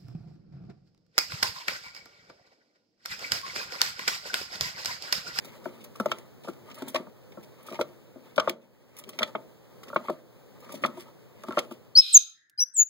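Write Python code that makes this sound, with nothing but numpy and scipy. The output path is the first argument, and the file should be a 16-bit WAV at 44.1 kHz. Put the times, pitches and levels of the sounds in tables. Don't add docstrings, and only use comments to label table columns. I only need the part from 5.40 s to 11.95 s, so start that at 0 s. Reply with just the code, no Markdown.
import sys
import numpy as np
from scipy import signal
from scipy.fft import rfft, irfft, next_fast_len
from scipy.io import wavfile
from scipy.ndimage import map_coordinates

SR = 44100
rng = np.random.default_rng(int(sys.argv[2]) if len(sys.argv) > 2 else 0)


def store_pcm(level_fs):
    pcm = np.round(np.clip(level_fs, -1, 1) * 32767).astype(np.int16)
    wavfile.write(sys.argv[1], SR, np.atleast_2d(pcm).T)


N = 288855

# frequency in Hz, nominal level in dB, nominal t60 in seconds.
BOX_MODES = [(151, -12.5, 0.21), (223, 6.5, 0.057), (257, 4.5, 0.056), (353.2, 3.5, 0.061),
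             (478.6, -1, 0.033), (548, 3.5, 0.034), (613, 3, 0.044), (740, -27, 0.025), (906, -2.5, 0.031),
             (1122, -7, 0.035), (1206, -3, 0.034), (1318, -8.5, 0.05), (1464, -26, 0.039)]


def amp(db):
    return 10 ** (np.asarray(db) / 20)


def unit(x):
    return x / np.sqrt(np.mean(x ** 2) + 1e-20)


def along(points, hz):
    f, v = np.transpose(points)
    return np.interp(np.log(hz + 1), np.log(f + 1), v)


def curves(rows):
    s, *cols = np.transpose(rows)
    return [np.interp(np.arange(N) / SR, s, c) for c in cols]


def wobble(rate):
    return map_coordinates(rng.standard_normal(int(N * rate / SR) + 4), [np.arange(N) * rate / SR])


def filtered(x, response):
    m = next_fast_len(x.shape[-1] + 4096)
    return irfft(rfft(x, m) * response(np.fft.rfftfreq(m, 1 / SR)), m)[..., :x.shape[-1]]


def noise(spectrum):
    return unit(filtered(rng.standard_normal(N), lambda hz: amp(along(spectrum, hz))))


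def kicks():
    # start in seconds, knock level in dB,
    # thud (bass) relative to the knock in dB, tap (treble) relative to the knock in dB.
    blows = [(0.046, -53, 6, 8.5), (0.257, -26, -1, -2.5), (0.555, -63, -1, 16), (0.6, -21.5, -1.5, -2.5),
             (0.6582, -21, -4.5, -2), (0.717, -30, -5, 11), (1.046, -45, -3, -5), (1.075, -37, -17, -6),
             (1.084, -34, 0, -2), (1.307, -53, 9.5, 3.5), (1.377, -64, 0, 14), (1.421, -40.5, 15.5, 6),
             (1.457, -46.5, 12, -11), (1.476, -48, 16.5, 0), (1.545, -25.5, -3.5, -2.5),
             (1.556, -27, -3.5, 1.5), (1.599, -43.5, 9.5, -1), (1.669, -45, -3, -2.5), (1.973, -39, 5, -1),
             (2.285, -46.5, 1, 4.5), (2.314, -43, 8.5, -8), (2.328, -38.5, 0, -2), (2.391, -24, -1.5, -6.5),
             (2.411, -26, -10, 3), (2.758, -45, 5.5, -19), (2.967, -42, 6, -2), (2.98, -13, -8.5, 1.5),
             (2.997, -32.5, -3, 17), (3.075, -15, -9, -1), (3.095, -40.5, 4.5, 0), (3.675, -62, 17, -6),
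             (3.691, -57, 6.5, 14.5), (3.789, -42.5, 3.5, 12), (3.808, -27, -3, -9), (3.821, -34.5, -7, 12),
             (3.829, -26, -13, 1.5), (3.951, -23, -4, -0.5), (4.432, -65.5, -12.5, 22),
             (4.473, -53.5, 3.5, 5), (4.501, -45.5, -1, 5), (4.53, -38, -6.5, 2.5), (4.561, -16.5, -4.5, 6),
             (4.684, -37.5, 0.5, 8.5), (4.696, -23, -7, -9), (5.293, -47, 2, 6), (5.339, -43.5, 8.5, -9),
             (5.422, -47.5, 16.5, -7), (5.437, -22, -2, 2), (5.449, -21.5, -7, 5), (5.485, -48, 12, -4),
             (5.573, -39.5, 7, -6), (6.037, -38, -10, 5.5), (6.084, -34, 5, 0), (6.108, -39, 5, 7),
             (6.128, -45, 4, 7), (6.173, -17.5, -9, -2.5), (6.181, -30.5, -11, 9), (6.312, -38, -1, -0.5)]
    ring_base, ring_per_db, ring_per_tap_db = 1.193, -0.0178, -0.03
    middle_db = -35
    out = np.zeros(N + SR)
    t = np.arange(SR // 5) / SR
    hz, level_db, t60 = np.transpose(BOX_MODES)[:, :, None]
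    draws = rng.standard_normal((len(blows), 2, len(BOX_MODES), 1))
    for (start, db, thud_db, tap_db), (strength, detuning) in zip(blows, draws):
        ring = ring_base + ring_per_db * (db - middle_db) + ring_per_tap_db * tap_db
        decay_db = -60 * t / (t60 * np.clip(ring, .2, 3))
        colour_db = along([(280, thud_db), (620, 0.0042), (1150, tap_db)], hz)
        envelope = amp(level_db + colour_db + 2.6 * strength + decay_db)
        rise = 1 - np.exp(-t * hz / 0.77)
        tones = np.sin(2 * np.pi * hz * (1 + 0.02 * detuning) * t)
        blow = (envelope * rise * tones).sum(axis=0)
        out[round(start * SR):][:len(t)] += amp(db) * blow

    def radiation(f):
        bass_cut = (1j * f / (105 + 1j * f)) ** 4
        notch = 1 - .7j * f * 130 / (765 ** 2 - f * f + 1j * f * 130)
        return bass_cut * notch

    return filtered(out[:N], radiation)


def claws():
    # start in seconds, level in dB, brightness in dB, slide in seconds.
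    strokes = [(0.045, -48, 6.5, 0.011), (0.092, -46, -20, 0.002), (0.241, -52, 0, 0.024),
               (0.291, -47, -6, 0.001), (0.405, -51, -3.5, 0.017), (0.441, -50, 9.5, 0.0056),
               (0.556, -43, 1.5, 0.0046), (0.5985, -38, 1, 0.005), (0.6587, -34.5, 0.5, 0.0014),
               (0.711, -40.5, -10, 0.0008), (0.7153, -17, -14, 0.0012), (0.785, -41.5, 3.5, 0.00084),
               (1.035, -47.5, -3, 0.032), (1.078, -49.5, 1, 0.014), (1.133, -50, -1.5, 0.001),
               (1.3, -46, -5.5, 0.0098), (1.312, -39, -9, 0.0029), (1.343, -49, 6.5, 0.01),
               (1.385, -49, 8, 0.002), (1.421, -36.5, 0, 0.0013), (1.481, -41.5, 10.5, 0.009),
               (1.545, -28, -6, 0.0045), (1.555, -19.5, -13.5, 0.0047), (1.92, -51.5, -5, 0.0058),
               (2.028, -46.5, 2, 0.0067), (2.228, -62.5, 16, 0.0025), (2.264, -44.5, 5.5, 0.0053),
               (2.286, -46.5, -3, 0.012), (2.301, -46, -1, 0.0053), (2.323, -44, -3, 0.0096),
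               (2.343, -39, -10.5, 0.013), (2.353, -34, -14, 0.00295), (2.391, -43, -1, 0.011),
               (2.411, -22.5, -7.5, 0.0024), (2.96, -37, 0, 0.0022), (2.979, -16, -25, 0.0031),
               (2.998, -15.5, -14.5, 0.001), (3.075, -33, -13, 0.016), (3.095, -24.5, 0.5, 0.00087),
               (3.566, -50.5, 6, 0.019), (3.586, -45.5, 11.5, 0.0056), (3.638, -36, -6, 0.00092),
               (3.69, -41.5, 7.5, 0.0028), (3.732, -45, -12, 0.0025), (3.789, -15.5, -10.5, 0.00078),
               (3.819, -26.5, -15, 0.008), (3.829, -16.5, -13, 0.0025), (3.953, -24.5, -41, 0.0013),
               (4.432, -41.5, 0.5, 0.0044), (4.482, -36.5, -8, 0.002), (4.544, -48, 7.5, 0.002),
               (4.563, -17, -31, 0.00092), (4.672, -48.5, -8, 0.025), (4.683, -35, -25, 0.0012),
               (4.698, -47, 1, 0.0042), (5.203, -56, 9.5, 0.0018), (5.244, -49, -0.5, 0.0025),
               (5.29, -50.5, -2, 0.028), (5.319, -45.5, 6.5, 0.01), (5.34, -45.5, 2.5, 0.015),
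               (5.419, -48, 2, 0.014), (5.438, -10.5, -38.5, 0.001), (5.445, -23.5, -16, 0.0011),
               (5.459, -27.5, -3.5, 0.0011), (5.499, -50.5, -3, 0.0016), (5.573, -52, 3, 0.0087),
               (5.595, -45, 1, 0.014), (6.035, -41, 0, 0.002), (6.084, -40, -4, 0.0032),
               (6.107, -34.5, -12, 0.0012), (6.123, -35.5, -8, 0.001), (6.169, -31, -10, 0.003),
               (6.182, -16, -21, 0.0026), (6.189, -18, -3, 0.0009), (6.309, -49.5, 0.5, 0.016)]
    # frequency in Hz, level in dB.
    bite = [(900, -7), (1500, -17.5), (2230, 0.5), (2800, -1.5), (3440, 4), (4500, -2.5), (5500, -0.5),
            (6500, -7), (9500, -1.5), (12000, 1), (15500, 3)]
    # frequency in Hz, level in dB at brightness 0, dB per dB of brightness.
    tilt = [(2380, -0.5, 0), (3950, -7, 0.29), (6660, -5.5, 0.77), (11100, -15, 1.33)]
    out = np.zeros((2, N + SR))
    t = np.arange(SR // 10) / SR
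    for (start, db, bright_db, slide), fibres in zip(strokes, rng.standard_normal((len(strokes), 2, len(t)))):
        colour = [(hz, base_db + slope * bright_db) for hz, base_db, slope in tilt]
        t60 = 0.027 + 5.2 * slide
        rise = 1 - np.exp(-t / (0.00014 + 0.02 * slide))
        stroke = amp(db - 60 * np.maximum(t - slide, 0) / t60) * rise
        ports = np.array([fibres[0] + 0.83 * fibres[1], fibres[0] - 0.62 * fibres[1]])
        grain = filtered(ports, lambda hz: amp(along(bite, hz) + along(colour, hz)))
        out[:, round(start * SR):][:, :len(t)] += stroke * grain
    uneven_catch = amp(1.8 * wobble(600) + 2.02 * wobble(150))
    return uneven_catch * out[:, :N]


def drag():
    # frequency in Hz, level in dB.
    fur_colour = [(800, -14), (2000, 5), (4000, -3.5), (6000, -9.5), (10000, -12.5), (15500, -12.5)]
    feet_db, weight_db, fur_db = effort()
    jerk = wobble(35)

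    def panels(f):
        total = 0
        for k, (centre, db, t60) in enumerate(BOX_MODES):
            damping = 14j * f / (2 * np.pi * t60)
            total = total + (-1) ** k * amp(db) * 1j * f / t60 / (centre * centre - f * f + damping)
        return total

    weight = unit(filtered(rng.standard_normal(N), lambda f: panels(f) / (1 + (f / 450) ** 6)))
    feet = unit(filtered(rng.standard_normal(N), lambda f: panels(f) / (1 + (450 / (f + 1)) ** 6)))
    weight_hum = amp(weight_db + 3.4 * wobble(25)) * weight
    feet_hum = amp(feet_db + 4.45 * jerk + 2.1 * wobble(90)) * feet
    snaps = (rng.random(N) < 220 / SR) * amp(5.6 * rng.exponential(size=N).clip(0, 3))
    snaps = signal.lfilter([1], [1, -np.exp(-1 / (0.00066 * SR))], snaps)
    fur = np.array([noise(fur_colour), noise(fur_colour)])
    return weight_hum + feet_hum + amp(fur_db + 2.8 * jerk) * (1 + 0.32 * snaps) * fur


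def effort():
    # full effort from in seconds, hold in seconds,
    # then the levels of feet, weight and fur in dB.
    bouts = [(0.017, 0.15, -66, -61, -63.5), (0.23, 0.2, -62, -59, -66), (0.69, 0.026, -59.5, -50, -57.5),
             (1.314, 0.1, -66, -67, -68.5), (1.453, 0.11, -57, -52.5, -58.5),
             (2.34, 0.053, -58.5, -61, -60.5), (3.0, 0.04, -64, -55, -63), (3.75, 0.1, -62.5, -52, -61),
             (4.5, 0.21, -64, -59, -65), (5.31, 0.15, -56.5, -52.5, -63), (5.58, 0.03, -62.5, -70, -64.5),
             (6.071, 0.18, -63.5, -58.5, -62.5)]
    # the levels of feet, weight and fur in dB.
    rest_db = [-80, -76, -77]
    # feet, weight and fur in dB per second.
    build_db_per_s = [85, 82, 85]
    # feet, weight and fur in dB per second.
    ease_db_per_s = [110, 90, 118]
    t = np.arange(N) / SR
    power = amp(rest_db)[:, None] ** 2
    for start, hold, *db in bouts:
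        build_db = -np.outer(build_db_per_s, np.maximum(start - t, 0))
        ease_db = -np.outer(ease_db_per_s, np.maximum(t - start - hold, 0))
        power = power + 10 ** ((np.array(db)[:, None] + build_db + ease_db) / 10)
    return 10 * np.log10(power)


def echo(x, t60_scale, piece=SR // 4):
    # frequency in Hz, t60 in seconds before t60_scale.
    decay = [(150, 0.93), (600, 0.47), (2000, 0.21), (5000, 0.21), (14000, 0.092)]
    # frequency in Hz, likeness from 0 to 1.
    likeness = [(200, 1), (700, 0.71), (2000, 0.1), (4000, 0.04)]
    out = np.zeros((2, N + 2 * SR))
    for start in range(0, N, piece):
        hz, t, z = signal.stft(rng.standard_normal((2, SR // 2)), SR, nperseg=256)
        share = np.clip(along(likeness, hz), 0, 1)[:, None]
        z[1] = share * z[0] + np.sqrt(1 - share ** 2) * z[1]
        t60 = t60_scale * along(decay, hz)[:, None]
        tail = signal.istft(z * amp(-60 * t / t60), SR, nperseg=256)[1]
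        wet = signal.fftconvolve(x[:, start:start + piece], tail / np.linalg.norm(tail[0]), axes=1)
        out[:, start:start + wet.shape[1]] += wet
    return out[:, :N]


def room():
    # time in seconds, level in dB before the swellings.
    background = [(0, -54), (1.8, -55), (2.9, -56.5), (3.15, -64.5), (3.5, -61.5), (4.1, -55), (4.8, -56.5),
                  (5.8, -56), (6.55, -60.5)]
    # frequency in Hz, level in dB.
    air = [(20, -34), (50, -20), (120, 2.5), (400, -3), (550, -5.5), (900, -11.5), (2000, -22), (5000, -27),
           (10000, -33.5), (13000, -30.5), (15500, -24.5)]
    # frequency in Hz, share from 0 to 1.
    alike = [(100, 0.16), (500, 0.54), (2000, 0.019)]
    # centre in Hz, width in Hz, gain in dB.
    swellings = [(118, 38, 4), (186, 23, 1), (413, 60, 2.5), (460, 83, 2), (522, 110, 5), (615, 50, -1)]
    level_db, = curves(background)
    share = lambda hz: np.clip(along(alike, hz), 0, .99)
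    common = filtered(noise(air), lambda hz: np.sqrt(share(hz)))
    own = filtered(np.array([noise(air), noise(air)]), lambda hz: np.sqrt(1 - share(hz)))
    swell = lambda hz: amp(sum(db / (1 + (2 * (hz - c) / w) ** 2) for c, w, db in swellings))
    return amp(level_db + 1.2 * wobble(4.5)) * filtered(common + own, swell)


def scene():
    mouse = filtered(kicks() + claws() + drag(), lambda f: (1j * f / (45 + 1j * f)) ** 2)
    lead_s, near_db = 5.5e-5, .8
    direct = filtered(mouse, lambda hz: np.exp(2j * np.pi * np.outer([1, -1], hz) * lead_s)
                      * amp([[near_db], [-near_db]]))
    box_answer = amp(-5) * echo(mouse, t60_scale=0.074, piece=SR // 20)
    room_answer = amp(-16) * echo(mouse, t60_scale=0.76)
    answer = filtered(box_answer + room_answer, lambda f: (1j * f / (50 + 1j * f)) ** 4)
    return direct + answer + room()


def record(dry):
    # frequency in Hz, share from 0 to 1.
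    crossfeed = [(50, 0.45), (250, 0.62), (900, 0.64), (2800, 1), (9000, 0.96)]
    port_lag, top_hz = 16, 15800
    late = np.pad(dry[::-1], ((0, 0), (port_lag, 0)))[:, :N]
    wide = dry - filtered(late, lambda hz: np.clip(along(crossfeed, hz), 0, 1))
    return filtered(wide, lambda hz: hz < top_hz)


dry = scene()
out = record(dry)
store_pcm(out)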